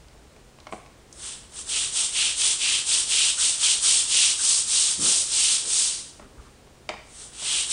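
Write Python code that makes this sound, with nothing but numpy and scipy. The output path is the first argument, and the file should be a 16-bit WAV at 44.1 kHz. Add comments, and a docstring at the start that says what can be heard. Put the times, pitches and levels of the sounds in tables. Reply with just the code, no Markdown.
"""Room air and a faint hum come first, then a few plastic knocks, then a stiff brush scrubs tile grout
to and fro at about four strokes a second. In each stroke noise flicks of the bristle tips hiss; a moment
later the bristles bend under the load and rasp lower down, through a sliding resonance. Ringing modes and
noise cracks make the head knock as it is set down and turned; band noise makes the snaps, chatter and
shifting shoes. A decaying noise tail is the hard room's answer."""
import sys
import numpy as np
from scipy import signal
from scipy.fft import rfft, irfft, next_fast_len
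from scipy.io import wavfile
from scipy.ndimage import map_coordinates

SR = 44100
rng = np.random.default_rng(int(sys.argv[2]) if len(sys.argv) > 2 else 0)


def transcribe(u):
    """Save the signal u as a 16-bit wav file named by the first command-line argument.

    u: samples, shape (n,) or (channels, n), limited to [-1, 1]; the rate is SR.
    q: integer samples, one column per channel.
    """
    v = np.clip(np.atleast_2d(u).T, -1, 1)
    q = np.round(v * 32767).astype(np.int16)
    wavfile.write(sys.argv[1], SR, q)


N = 340452


def amp(db):
    """Amplitude from dB."""
    return 10 ** (np.asarray(db) / 20)


def unit(x):
    """x at rms 1."""
    return x / np.sqrt(np.mean(x ** 2) + 1e-20)


def along(points, hz):
    """(Hz, value) points read on a log frequency axis."""
    f, v = np.transpose(points)
    return np.interp(np.log(hz + 1), np.log(f + 1), v)


def curves(rows):
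    """One value per sample for each column after the time."""
    time_s, *cols = np.transpose(rows)
    return [np.interp(np.arange(N) / SR, time_s, c) for c in cols]


def wobble(rate_hz):
    """A smooth random curve with rate_hz knots a second."""
    knots = rng.standard_normal(int(N * rate_hz / SR) + 4)
    return map_coordinates(knots, [np.arange(N) * rate_hz / SR])


def filtered(x, response):
    """x times a response of frequency."""
    m = next_fast_len(len(x) + 8192)
    hz = np.fft.rfftfreq(m, 1 / SR)
    return irfft(rfft(x, m) * response(hz), m)[:len(x)]


def coloured(x, spectrum):
    """x shaped by a (Hz, dB) spectrum, at rms 1."""
    return unit(filtered(x, lambda hz: amp(along(spectrum, hz))))


def band_noise(size, centre_hz, q):
    """Noise of rms 1 through the same resonance twice."""
    def resonance(f):
        return 1j * f / (centre_hz ** 2 - f * f + 1j * f * centre_hz / q)

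    return unit(filtered(rng.standard_normal(size), lambda f: resonance(f) ** 2))


def add(track, start_s, sound):
    """Mix a sound into the track at start_s."""
    part = track[round(start_s * SR):][:len(sound)]
    part += sound[:len(part)]


def scuffs(table, q):
    """Short rubs that swell and fade unevenly, each around its own pitch."""
    out, t = np.zeros(N), np.arange(SR // 2) / SR
    for start_s, db, rise_s, hz in table:
        u = t / rise_s
        envelope = (u * np.exp(1 - u)) ** 2  # peaks at rise_s
        add(out, start_s, amp(db) * envelope * band_noise(len(t), hz, q))
    return out * amp(2.5 * wobble(60))


# room air spectrum: (frequency [Hz], relative level [dB])
AIR_SPECTRUM = [(20, -10), (55, -0.5), (95, -7), (135, -10), (275, -12), (400, -11), (620, -15.5),
                (1270, -22), (4770, -27.5), (9850, -29.5), (10200, -45.5), (15700, -40)]
# hum partials: (frequency [Hz], mean rms level [dB])
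HUM_PARTIALS = [(58, -65), (132, -65.5), (229, -71)]


def background():
    """Shaped noise for room air; sines drifting in level and phase for an appliance hum."""
    t = np.arange(N) / SR
    hum = np.zeros(N)
    for hz, db in HUM_PARTIALS:
        level = np.sqrt(2) * amp(db + 1.1 * wobble(2.7))
        hum += level * np.sin(2 * np.pi * hz * t + .4 * wobble(5.2))
    return hum + amp(-52) * coloured(rng.standard_normal(N), AIR_SPECTRUM)


# decay of the hard room: (frequency [Hz], t60 [s])
ROOM_DECAY = [(150, 0.28), (400, 0.35), (1000, 0.59), (2800, 0.64), (8000, 0.59)]


def room(x, wet_db):
    """A sound with the hard room's answer, each frequency dying at its own speed."""
    hz, t, z = signal.stft(rng.standard_normal(SR * 3 // 4), SR, nperseg=256)
    decay = amp(-60 * t / along(ROOM_DECAY, hz)[:, None])
    tail = signal.istft(z * decay, SR, nperseg=256)[1]
    tail = np.pad(tail / np.linalg.norm(tail), (SR // 128, 0))  # delay before the first answer
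    return x + amp(wet_db) * signal.fftconvolve(x, tail)[:len(x)]


# shoes on the tiles: (start [s], relative level [dB], rise time [s], centre [Hz])
SHOE_SHIFTS = [(4.965, -39, 0.042, 169), (4.97, -42, 0.06, 255), (4.98, -46, 0.09, 455),
               (5.63, -48, 0.037, 362), (6.19, -52, 0.045, 240), (6.318, -55.5, 0.046, 380),
               (6.37, -44, 0.021, 50)]


def shoes():
    """Shoes shifting on the tiles: low, broad rubs."""
    return scuffs(SHOE_SHIFTS, q=1.07)


# single bristles snapping free: (time [s], relative level [dB], centre [Hz])
BRISTLE_SNAPS = [(.083, -49, 4180), (.602, -43.5, 3800), (1.127, -37, 7200)]


def snaps():
    """A lone bristle springs loose: a thin tick of decaying band noise."""
    out, t = np.zeros(N), np.arange(SR // 16) / SR
    for time_s, db, hz in BRISTLE_SNAPS:
        decay = amp(db - 60 * t / 0.022)
        add(out, time_s, decay * band_noise(len(t), hz, q=1.1))
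    return out


# head rubbing on the tile: (start [s], relative level [dB], rise time [s], centre [Hz])
HEAD_CHATTER = [(3.37, -41, 0.022, 1450), (3.6, -43, 0.022, 1370), (3.82, -41.5, 0.028, 1360),
                (4.385, -41.5, 0.021, 1460), (4.99, -41, 0.043, 1310), (6.19, -52.5, 0.032, 1260),
                (6.36, -56.5, 0.052, 1190), (6.89, -43, 0.022, 2200), (6.96, -47.5, 0.018, 2130)]


def chatter():
    """The head chatters and rubs on the tile: short, narrower rubs."""
    return scuffs(HEAD_CHATTER, q=2.4)


# modes of plastic head and handle: (frequency [Hz], mean relative level [dB], t60 [s])
PLASTIC_MODES = [(210, -7, 0.1), (330, -6, 0.067), (447, -8.5, 0.065), (615, 0.5, 0.057),
                 (735, -4.5, 0.043), (826, -3, 0.054), (966, -3.5, 0.036), (1100, 4, 0.027),
                 (1413, -4.5, 0.03), (2160, -2.5, 0.03), (2250, -20, 0.015), (3070, 0, 0.017),
                 (3700, -10, .015)]
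# crack spectrum: (frequency [Hz], relative level [dB])
CRACK_SPECTRUM = [(150, -23), (500, 2), (1150, 0), (1650, -6), (2250, 3), (3500, -3.5), (5000, -3.5),
                  (9000, -10)]
# knocks of head and joint; glancing blows have a raised low edge, hard ones a raised high edge:
# (time [s], relative level [dB], low edge [Hz], high edge [Hz])
HEAD_KNOCKS = [(.363, -49, 700, 3500), (.586, -45.5, 800, 2500), (.6685, -33, 600, 1800),
               (.691, -43, 700, 700), (.7243, -27, 200, 1310), (.732, -27.5, 200, 520),
               (.861, -46, 1500, 3000), (6.196, -39, 305, 1216), (6.226, -48, 300, 1200),
               (6.673, -50, 300, 1200), (6.8905, -21.5, 1000, 3270), (6.896, -27, 400, 600),
               (6.938, -36, 400, 1100), (7.421, -39, 150, 1210)]


def knocks():
    """Each contact cracks and rings the plastic; a soft one is dull, a glancing one thin."""
    out, t = np.zeros(N), np.arange(SR // 2) / SR
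    for time_s, db, low_hz, high_hz in HEAD_KNOCKS:
        ring = np.zeros(len(t))
        for hz, level_db, t60_s in PLASTIC_MODES:
            decay = amp(level_db + rng.normal(0, 2.5) - 60 * t / t60_s)
            ring += decay * np.sin(2 * np.pi * (hz * t + rng.random()))
        clatter = amp(11.5 - 60 * t / 0.014)  # the crack
        clatter += amp(-8.5 - 60 * t / .09)  # the loose joint buzzing
        onset = 1 - np.exp(-t / 0.00068)
        blow = (ring + clatter * coloured(rng.standard_normal(len(t)), CRACK_SPECTRUM)) * onset
        # each edge is about 2 dB down
        blow = filtered(blow, lambda f: (1j * f / (low_hz / 2 + 1j * f) / (1 + .5j * f / high_hz)) ** 2)
        blow /= blow[:SR // 200].std()  # level set over the first 5 ms
        add(out, time_s, amp(db - 3) * room(blow, wet_db=-6.5))
    return out


def swell(start_s, end_s, attack_s, release_s):
    """Rise, hold and fall of one stroke; the flanks change tenfold per attack or release time."""
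    t = np.arange(N // 32 + 1) * 32 / SR  # one value per 32 samples

    def flank(u):
        return .5 + .5 * np.tanh(u * np.log(10) / 2)

    return flank((t - start_s) / attack_s) * flank((end_s - t) / release_s)


def joint_level_db(swells):
    """Summed power of overlapping strokes, in dB per sample."""
    power = np.sum(np.square(swells), axis=0) + 1e-12
    return np.interp(np.arange(N), np.linspace(0, N, len(power)), 10 * np.log10(power))


# bend begins this long after the tips catch, ends this long before they stop
BEND_S, UNBEND_S = .017, 0.02
RASP_RELEASE_RATIO = 1.24  # rasp release / hiss release
# brush strokes, its landing and a light slide as it is turned: (start [s], length [s], attack [s],
# release [s], relative tip hiss level [dB], relative bent-bristle rasp level [dB])
BRUSH_STROKES = [(0.717, 0.02, 0.008, 0.07, -44, -54), (1.218, 0.1, 0.062, 0.11, -31.0, -36),
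                 (1.572, 0.051, 0.056, 0.035, -30, -35), (1.691, 0.19, 0.04, 0.054, -25.0, -28),
                 (1.942, 0.13, 0.039, 0.07, -21.0, -26.5), (2.139, 0.19, 0.038, 0.056, -25, -24),
                 (2.377, 0.174, 0.033, 0.047, -21.5, -26.0), (2.6, 0.22, 0.039, 0.049, -26, -24.5),
                 (2.869, 0.17, 0.033, 0.055, -21.5, -26), (3.093, 0.24, 0.044, 0.048, -22, -23.5),
                 (3.385, 0.15, 0.037, 0.064, -19.5, -25.5), (3.607, 0.16, 0.047, 0.059, -20, -23.0),
                 (3.825, 0.2, 0.027, 0.078, -18.5, -25), (4.098, 0.238, 0.045, 0.05, -21.5, -23.5),
                 (4.407, 0.217, 0.068, 0.055, -19.5, -30.5), (4.688, 0.24, 0.052, 0.092, -20, -28.5),
                 (5.012, 0.219, 0.033, 0.061, -19.5, -29.5), (5.319, 0.27, 0.072, 0.077, -21, -26.5),
                 (5.695, 0.173, 0.071, 0.13, -19.0, -28.5), (6.39, 0.05, 0.033, 0.18, -62.5, -61),
                 (7.179, 0.09, 0.105, 0.041, -36, -45.0), (7.454, 0.19, 0.098, 0.057, -23.5, -25.0),
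                 (7.694, 0.13, 0.026, 0.074, -21.5, -25)]


def stroke_levels():
    """The tips hiss through the whole stroke; the bristles rasp only while they are bent."""
    tips, rasps = [], []
    for start_s, length_s, attack_s, release_s, tip_db, rasp_db in BRUSH_STROKES:
        end_s = start_s + length_s
        tip = swell(start_s, end_s, attack_s, release_s)
        rasp = swell(start_s + BEND_S, end_s - UNBEND_S, attack_s, release_s * RASP_RELEASE_RATIO)
        tips.append(amp(tip_db) * tip)
        rasps.append(amp(rasp_db) * rasp)
    return joint_level_db(tips), joint_level_db(rasps)


def flicks(rate_hz, scatter_db):
    """Bristles letting go at random moments, each with its own force."""
    hits = rng.random(N) < rate_hz / SR
    sign = np.sign(rng.standard_normal(N))
    return hits * sign * amp(scatter_db * rng.standard_normal(N))


# bent-bristle resonance at rest pitch: (frequency [Hz], relative level [dB])
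RASP_SPECTRUM = [(900, -39), (1900, -16.5), (2350, -8.5), (2750, -2), (3200, -0.5), (3800, -4),
                 (4800, -8.5), (6300, -17), (9000, -32)]


def bent(x, pitch_hz, rest_hz):
    """The bristles' resonance, sliding with their bend."""
    hz, t, z = signal.stft(x, SR, nperseg=256)
    shift = np.interp(t, np.arange(N) / SR, pitch_hz) / rest_hz
    resonance = amp(along(RASP_SPECTRUM, hz[:, None] / shift))
    return unit(signal.istft(z * resonance, SR, nperseg=256)[1][:N])


# rasp pitch when as loud as the hiss; it sinks as the rasp takes over
RASP_HZ, SAG_HZ_PER_DB = 3194, 42
# spectra of tips, grit and head-borne scrub: (frequency [Hz], relative level [dB])
TIP_SPECTRUM = [(2000, -47), (4000, -22), (5600, -6.5), (6900, -5.5), (7700, -0.5), (8500, 1), (9300, -2),
                (9900, -7)]
GRIT_SPECTRUM = [(1200, -38), (2600, -10), (3800, -4), (4600, -0.5), (6000, -1), (7200, -1.5), (9900, -3)]
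HEAD_SPECTRUM = [(100, -19), (200, -13.5), (400, -4), (600, -8.5), (900, -2.5), (1300, -1), (1900, -4),
                 (3000, -9)]
# grittiness of the grout: (time [s], grit level relative to drag, before a fixed gain [dB])
GROUT_GRIT = [(1.7, -11.5), (2.6, -5.5), (3.3, -7), (4.4, -2.5), (5.7, -3.5), (6.1, 3.5), (7.4, -11)]


def brush():
    """Bristles flick in tufts over the gritty grout; the head passes on a duller scrub."""
    tip_db, rasp_db = stroke_levels()
    grit_db, = curves(GROUT_GRIT)
    load_db = np.clip(rasp_db - tip_db, -12, 4)
    pitch_hz = RASP_HZ - SAG_HZ_PER_DB * load_db
    drag_db = .5 * (tip_db + rasp_db)
    tufts = amp(0.43 * wobble(170) + 0.38 * wobble(40))  # neighbours catch and let go together
    tips = amp(tip_db + 0.62) * coloured(flicks(10000, scatter_db=3.0), TIP_SPECTRUM)
    rasp = amp(rasp_db + 0.12) * bent(flicks(7000, scatter_db=1.5), pitch_hz, rest_hz=3260)
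    grit = amp(drag_db + grit_db + 7.5) * coloured(flicks(9000, scatter_db=2.0), GRIT_SPECTRUM)
    head = amp(0.56 * drag_db - 25.5) * coloured(flicks(2500, scatter_db=1.5), HEAD_SPECTRUM)
    return tufts * (tips + rasp + grit + head)


# low-pass cutoff of everything but the background; band limit of the whole
NEAR_CUTOFF_HZ, TOP_HZ = 9970, 15800


def scene():
    """Brush, shoes and knocks in the room, low-passed, over the steady air."""
    scrub = room(brush() + chatter(), wet_db=-11.5)
    small = room(snaps() + shoes(), wet_db=-6)
    near = scrub + small + knocks()
    near = filtered(near, lambda hz: 1 / np.sqrt(1 + (hz / NEAR_CUTOFF_HZ) ** 400))
    return (near + background())[None]


def record(dry):
    """Sharp band limit: only frequencies below TOP_HZ pass."""
    return filtered(dry[0], lambda hz: hz < TOP_HZ)[None]


dry = scene()
out = record(dry)
transcribe(out)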